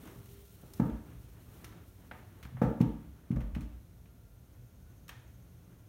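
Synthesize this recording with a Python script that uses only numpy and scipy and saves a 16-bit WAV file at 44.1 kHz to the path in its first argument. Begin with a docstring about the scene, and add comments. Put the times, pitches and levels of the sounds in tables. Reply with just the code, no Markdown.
"""A kitchen: a small child climbs onto a wooden chair at the sink. Feet and knees thump chair and floor: force
pulses ring the low room modes and the wood. Joints and the spoon's strikes click as short filtered bursts; a
spoon taps sink and bottle, ringing a few modes. Shaped noise gives cloth, shuffling feet and still air; narrow
noise bands give a fridge hum, a thin whine and an insect's faint trill beyond the window."""
import sys
import numpy as np
from scipy import signal
from scipy.fft import rfft, irfft
from scipy.io import wavfile
from scipy.ndimage import uniform_filter1d

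SR = 44100
rng = np.random.default_rng(int(sys.argv[2]) if len(sys.argv) > 2 else 0)


def store_pcm(level_fs):
    """Save levels as 16-bit WAV."""
    pcm = np.round(np.clip(level_fs, -1, 1) * 32767).astype(np.int16)
    wavfile.write(sys.argv[1], SR, np.atleast_2d(pcm).T)


def invert_db(level):
    """Linear amplitude ratio for a level in decibels (20 dB per decade), elementwise."""
    return 10 ** (np.asarray(level, dtype=float) / 20)


N = 259308
T = np.arange(N) / SR


def level(x, rms_db):
    """Scale to an rms level."""
    return x * invert_db(rms_db) / np.sqrt(np.mean(x ** 2))


def curve(rows, col=1):
    """One table column, interpolated along time."""
    rows = np.array(rows)
    return np.interp(T, rows[:, 0], rows[:, col])


def band(x, hz, width_hz):
    """Resonant band-pass, gain 1 at the centre."""
    b, a = signal.iirpeak(min(hz, 0.45 * SR), max(hz / width_hz, 0.3), fs=SR)
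    return signal.lfilter(b, a, x)


def narrow_noise(hz, width_hz):
    """White noise through the same resonance twice: a wavering tone."""
    return band(band(rng.standard_normal(N), hz, width_hz), hz, width_hz)


def ring(force, hz, t60_s):
    """One damped mode, driven by a force."""
    pole = np.exp((2j * np.pi * hz - np.log(1000) / t60_s) / SR)
    return signal.lfilter([1], [1, -pole], force).imag


def noise(colour):
    """Noise of rms 1; colour interpolated over log frequency."""
    hz, db = np.transpose(colour)
    f_hz = np.arange(N // 2 + 1) * SR / N + 1e-3
    gain = invert_db(np.interp(np.log(f_hz), np.log(hz), db, left=-90))
    return level(irfft(rfft(rng.standard_normal(N)) * gain, N), 0)


def walk(rate_hz):
    """Random levels held 1 / rate_hz, slewed twice; spread near 1."""
    hold = int(SR / rate_hz)
    steps = np.repeat(rng.standard_normal(N // hold + 1), hold)
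    return 3.15 * uniform_filter1d(uniform_filter1d(steps, hold), hold)[:N]


def add(track, s, piece):
    """Mix a piece in at time s."""
    i = int(s * SR)
    track[i:i + len(piece)] += piece[:N - i]


def push(ms):
    """Half-sine force of unit area: softer contact, longer push."""
    p = np.sin(np.linspace(0, np.pi, int(ms * SR / 1000) + 3))
    return p / p.sum()


# still-air colour: [f/Hz, relative density/dB per Hz]
AIR_COLOUR = [(15, -54), (25, -26), (45, -2), (123, -1), (145, -15.5), (175, -13), (335, -21.5), (714, -28),
              (775, -32), (1160, -37.5), (2910, -40.5), (6380, -39.5), (7710, -41.5), (14000, -38),
              (16000, -42)]


def still_air():
    """Still air of the house: coloured noise, level drifting slowly."""
    return noise(AIR_COLOUR) * invert_db(-55 + 0.25 * walk(2.97))


# fridge hum bands: [f/Hz, rms level/dB]
HUM_BANDS = [(59, -63.5), (121, -68), (167, -68), (188, -74), (1385, -85), (1475, -88)]


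def fridge_hum():
    """Narrow noise bands waver about the hum's partials."""
    return sum(level(narrow_noise(hz, 12.5), db) for hz, db in HUM_BANDS)


# whine fade: [t/s, level/dB]
WHINE_LEVEL = [(0, -68.5), (.75, -63), (1.1, -76), (1.6, -103)]


def whine():
    """A thin tone near 400 Hz, one very narrow noise band, fades."""
    return level(band(rng.standard_normal(N), 398.6, 2.3), 0) * invert_db(curve(WHINE_LEVEL))


# movement: [t/s, cloth level/dB, shuffle level/dB], before flutter
MOVE_LEVELS = [(0, -67, -58), (.08, -63, -51.5), (.2, -63.5, -60.5), (.46, -64.5, -64.5), (.7, -64.5, -60),
               (.78, -59.5, -56.5), (.9, -73, -57.5), (1.25, -70.5, -68), (1.68, -65.5, -60),
               (1.8, -75.5, -63), (1.89, -64, -65), (1.96, -70.5, -68), (2.7, -74, -60.5),
               (3.1, -74.5, -65), (3.6, -87, -64.5), (3.85, -85, -71.5)]
# rustle colour: [f/Hz, relative density/dB per Hz]
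CLOTH_COLOUR = [(1500, -24), (3000, -13), (6000, -14.5), (10000, -13), (13500, -11), (17000, -13)]


def cloth_rustle():
    """Cloth rubs in fine grains: noise with fast and slower flutter."""
    flutter_db = 0.8 * walk(39.7) + 0.49 * walk(260)
    return noise(CLOTH_COLOUR) * invert_db(curve(MOVE_LEVELS, 1) + flutter_db)


# shuffle colour: [f/Hz, relative density/dB per Hz]
SHUFFLE_COLOUR = [(60, -12), (150, 2), (300, 1.5), (600, -11), (1200, -12), (3000, -21.5), (6000, -36.5)]


def foot_shuffle():
    """Feet rub the floor: lower, lumpier noise than cloth."""
    return noise(SHUFFLE_COLOUR) * invert_db(curve(MOVE_LEVELS, 2) + 1.0 * walk(17))


# clicks of joints, and of the spoon on sink and bottle: [t/s, level/dB, f/Hz scaling the body band, relative
# treble level/dB, decay/ms]
CLICK_HITS = [(0.055, -63, 1510, 7, 6.2), (0.0745, -48.5, 1290, -6, 3.6), (0.2577, -61, 3060, 2.5, 7.6),
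              (0.7363, -57, 2520, 9.5, 5.4), (0.7978, -41, 1280, -16, 7.7), (0.8985, -57, 2800, -4, 4.5),
              (1.6438, -48.5, 2070, 0.5, 8.1), (1.7248, -55, 1300, -18, 6.9), (2.1126, -39.5, 1630, -41, 6),
              (2.4284, -51.5, 2820, -5, 15), (2.4513, -49, 1500, -17, 9.8), (2.569, -49, 1240, -30, 10),
              (2.617, -43, 1340, -16, 43), (2.803, -51, 1550, -10, 6.8), (2.8127, -43, 2160, -7, 8.2),
              (3.3137, -54.5, 1820, -11, 13), (3.3613, -49, 1460, -13, 8.6), (3.406, -52, 1730, -10.5, 15),
              (3.5493, -47, 2030, -11, 11.5), (3.6077, -58, 2240, -1.5, 19), (4.0569, -61, 2080, -16, 5.1),
              (5.0812, -55.5, 2470, 2.5, 5.4), (5.0915, -42.5, 2300, -5, 7.8)]


def sharp_clicks():
    """Sharp edge plus decaying grit, in body and treble bands; returns direct sound and echo send."""
    near, send = np.zeros(N), np.zeros(N)
    t = np.arange(SR // 10) / SR
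    treble = signal.butter(2, 4300, "high", fs=SR, output="sos")
    for s, db, hz, treble_db, decay_ms in CLICK_HITS:
        body = signal.butter(3, [hz / 3.23, hz * 1.424], "band", fs=SR, output="sos")
        burst = rng.standard_normal(len(t)) * np.exp(-t * 1000 / max(decay_ms, 0.3))
        edge = (t == 0) * np.sqrt(np.sum(burst ** 2))  # same energy as the burst
        for track, source in ((near, burst + 0.22 * edge), (send, edge)):
            low = signal.sosfilt(body, source) * np.sqrt(SR / 2.8 / hz)
            high = signal.sosfilt(treble, source + 0.92 * band(source, 5660, 1950))
            add(track, s, invert_db(db) * (low + invert_db(treble_db) * high))
    return near, send


# echo bands: [f/Hz, relative level/dB, t60/s]
ROOM_BANDS = [(251, 1.5, 0.44), (730, -1, 0.46), (1500, -3.5, 0.57), (3450, -2.5, 0.57), (8100, -4.5, 0.36)]


def kitchen_echo(x):
    """Hard walls and tiles: a dense tail thickens at first, then dies, soonest in the top band."""
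    build_ms = 14.6
    t = T[:SR // 2]
    tail = np.zeros(len(t))
    for hz, db, t60_s in ROOM_BANDS:
        tail += invert_db(db - 60 * t / t60_s) * band(rng.standard_normal(len(t)), hz, hz)
    tail *= 1 - np.exp(-t * 1000 / build_ms)
    return signal.fftconvolve(x, tail * invert_db(-15))[:N]


# blows: [t/s, level/dB, lean to high booms/dB per octave, wood re blow/dB, rebound re blow/dB]
BLOWS = [(0.083, -67, 7, 6, -20), (0.155, -51.5, -11, -6, -14), (0.63, -52.5, -9, -3.5, -8),
         (0.794, -25, 6, -8, -0.5), (1.127, -61, -26, -19, -9), (2.113, -57.5, -6, 9, -1),
         (2.448, -49.5, -6, -11, -15), (2.519, -53.5, -24, -23, 5), (2.6131, -25, 3, -1, 1),
         (2.802, -20.5, 1, -16.5, -11), (3.301, -28.5, -1.5, -28.5, -3.5), (3.364, -34, -1.5, -14, -22),
         (3.404, -46, 11, -8.5, -10), (3.560, -35.5, 1.5, -14.5, -9), (3.614, -45, -1, -22, -12)]
# chair drops back after a blow: [delay/s, level re rebound/dB, four boom shares/dB, wood/dB]
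CHAIR_REBOUNDS = [(.025, -2.5, [-2, -13, 4, -7.5], -20), (.064, -5, [-5, -10, -6.5, -3], -13.5)]
# standing waves of kitchen and floor, four groups: [f/Hz, relative level/dB, t60/s]; a close pair beats
BOOM_MODES = [
    [(120, 0.5, 0.097), (122.14, 10, 0.25)],
    [(159.3, -14, 0.96), (157.3, 10, 0.11)],
    [(186, -8, 0.21), (218.9, 6.5, 0.26), (227, -7, 0.51)],
    [(235.9, 7.5, 0.24), (280, -17, 0.23), (267.3, 4, 0.38), (293, -1, 0.46), (313.3, -7, 0.32),
     (355, -12, 0.33), (410, -1, 0.25)],
]
# part of a blow reaching each boom group: [share/dB]
BOOM_SHARES_DB = [-4, -3, -2, -1.5]
# push length for each boom group: [length/ms]
BOOM_PUSH_MS = [5.14, 3.55, 3.65, 2.87]
# chair modes: [f/Hz, relative level/dB, t60/s]
WOOD_MODES = [(379, 5, 0.045), (458, 1, 0.084), (528, 5, 0.052), (618.6, -1, 0.099), (714, 4.5, 0.032),
              (869, 0, 0.062), (936, 0, 0.089), (1176, 3.5, 0.029), (1336, -3.5, 0.046), (1668, -6, 0.044),
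              (1896, -23, 0.049), (1950, -50, 0.006)]


def thumps():
    """Blows and rebounds push the room's low modes and the chair's wood; returns boom and wood."""
    knock_ms, spot_spread_db = 0.48, 2.5
    force = np.zeros((len(BOOM_MODES), N))
    knock = np.zeros((len(WOOD_MODES), N))
    octaves = np.log2([group[0][0] / BOOM_MODES[2][0][0] for group in BOOM_MODES])
    for s, db, lean_db, wood_db, rebound_db in BLOWS:
        spot_db = spot_spread_db * rng.standard_normal(len(WOOD_MODES))  # each spot favours other modes
        hits = [(0.0027, 0.006, BOOM_SHARES_DB, wood_db)]
        for delay_s, fall_db, shares_db, hard_db in CHAIR_REBOUNDS:
            hits.append((delay_s, rebound_db + fall_db, shares_db, hard_db))
        for delay_s, re_blow_db, shares_db, hard_db in hits:
            hit_db = db + re_blow_db
            for g in range(len(BOOM_MODES)):
                boom_db = hit_db + shares_db[g] + lean_db * octaves[g]
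                add(force[g], s + delay_s, invert_db(boom_db) * push(BOOM_PUSH_MS[g]))
            for k in range(len(WOOD_MODES)):
                add(knock[k], s + delay_s, invert_db(hit_db + hard_db + spot_db[k]) * push(knock_ms))
    boom, wood = np.zeros(N), np.zeros(N)
    for g, group in enumerate(BOOM_MODES):
        sign = (-1) ** (g // 2)  # two lower groups move against the two upper
        for hz, db, t60_s in group:
            boom += sign * invert_db(db - 3.5) * ring(force[g], hz, t60_s)
    # a small body radiates little below its lowest mode
    boom = signal.sosfilt(signal.butter(2, 80, "high", fs=SR, output="sos"), boom)
    for k, (hz, db, t60_s) in enumerate(WOOD_MODES):
        wood += (-1) ** k * invert_db(db - 5.5) * ring(knock[k], hz, t60_s)
    return boom, wood


# floor flexes: [t/s, level/dB, f/Hz]
FLEXES = [(.80, -40, 55.6), (0.911, -35.5, 57.2), (1.158, -46, 59.5), (2.43, -45, 61.3),
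          (2.641, -33.5, 58.3), (2.861, -36, 56), (3.061, -46, 65.6), (3.349, -29.5, 56.1),
          (3.412, -31.5, 49.6), (3.521, -33, 61.2), (3.62, -35, 56.8), (3.728, -44, 60.7)]


def floor_flex():
    """The floor flexes as weight shifts: low sines swell and die."""
    track = np.zeros(N)
    t = np.arange(SR // 3) / SR
    swell = (t / 0.023 * np.exp(1 - t / 0.024)) ** 0.81
    for s, db, hz in FLEXES:
        add(track, s, invert_db(db) * swell * np.sin(2 * np.pi * hz * t))
    return track


def taps(hits, modes):
    """A hard light object sets a few modes ringing."""
    force = np.zeros(N)
    for s, db in hits:
        add(force, s, invert_db(db) * push(0.08))
    return sum((-1) ** k * invert_db(db) * ring(force, hz, t60_s) for k, (hz, db, t60_s) in enumerate(modes))


# spoon on sink: [t/s, level/dB]
SINK_HITS = [(1.6445, -58), (1.7255, -70)]
# sink modes: [f/Hz, relative level/dB, t60/s]
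SINK_MODES = [(1344, -3, 0.18), (2520, -4, 0.043), (3800, -10, 0.15), (5120, -5, .03), (6470, -5, 0.066)]


def sink_taps():
    """The spoon rings the sink's modes."""
    return taps(SINK_HITS, SINK_MODES)


# trill: [t/s, level/dB]
TRILL_LEVEL = [(4.2, -100), (4.4, -89), (5.0, -81), (5.88, -86)]


def insect_trill():
    """A noise band near 6.3 kHz, pulsed at 13.5 Hz over a steady floor."""
    throb = 0.3 + np.maximum(np.sin(2 * np.pi * 13.5 * T), 0) ** 1.5
    tone = band(band(rng.standard_normal(N), 6300, 620), 6400, 620)
    return level(throb * tone, 0) * invert_db(curve(TRILL_LEVEL))


# spoon on bottle: [t/s, level/dB]
BOTTLE_HITS = [(5.0915, -41)]
# bottle modes: [f/Hz, relative level/dB, t60/s]
BOTTLE_MODES = [(465, -7, 0.011), (960, -20, 0.058), (1690, -5, 0.024), (1810, -9, 0.04),
                (2530, -14, 0.032), (3170, -12, 0.04)]


def bottle_taps():
    """The spoon rings the bottle's short modes."""
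    return taps(BOTTLE_HITS, BOTTLE_MODES)


def scene():
    """Blows, clicks and taps, direct and off the walls, over movement and the house."""
    background = still_air() + fridge_hum() + whine() + insect_trill()
    movement = cloth_rustle() + foot_shuffle()
    near, send = sharp_clicks()
    boom, wood = thumps()
    boom = boom + floor_flex()
    rings = sink_taps() + bottle_taps()
    echo = kitchen_echo(invert_db(-18.5) * send + invert_db(-14.5) * wood + invert_db(-22) * boom + invert_db(-14.0) * rings)
    return (boom + wood + near + rings + echo + movement + background)[None]


def band_limit(x):
    """A steep low-pass at the top of the band."""
    return signal.sosfilt(signal.butter(12, 16820, fs=SR, output="sos"), x)


# microphone port notches: [f/Hz, width/Hz, depth/0-1]
PORT_NOTCHES = [(4830, 880, 0.4), (7680, 1100, 0.33), (10380, 530, 0.56)]


def record(dry):
    """The phone's microphone port notches the treble; deepest bass and very top are cut."""
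    for hz, width_hz, depth in PORT_NOTCHES:
        dry = dry - depth * band(dry, hz, width_hz)
    dry = signal.sosfilt(signal.butter(2, 35, "high", fs=SR, output="sos"), dry)
    mix = signal.sosfilt(signal.ellip(8, 0.2, 14, 15850, fs=SR, output="sos"), dry)
    return band_limit(mix)


dry = scene()
out = record(dry)
store_pcm(out)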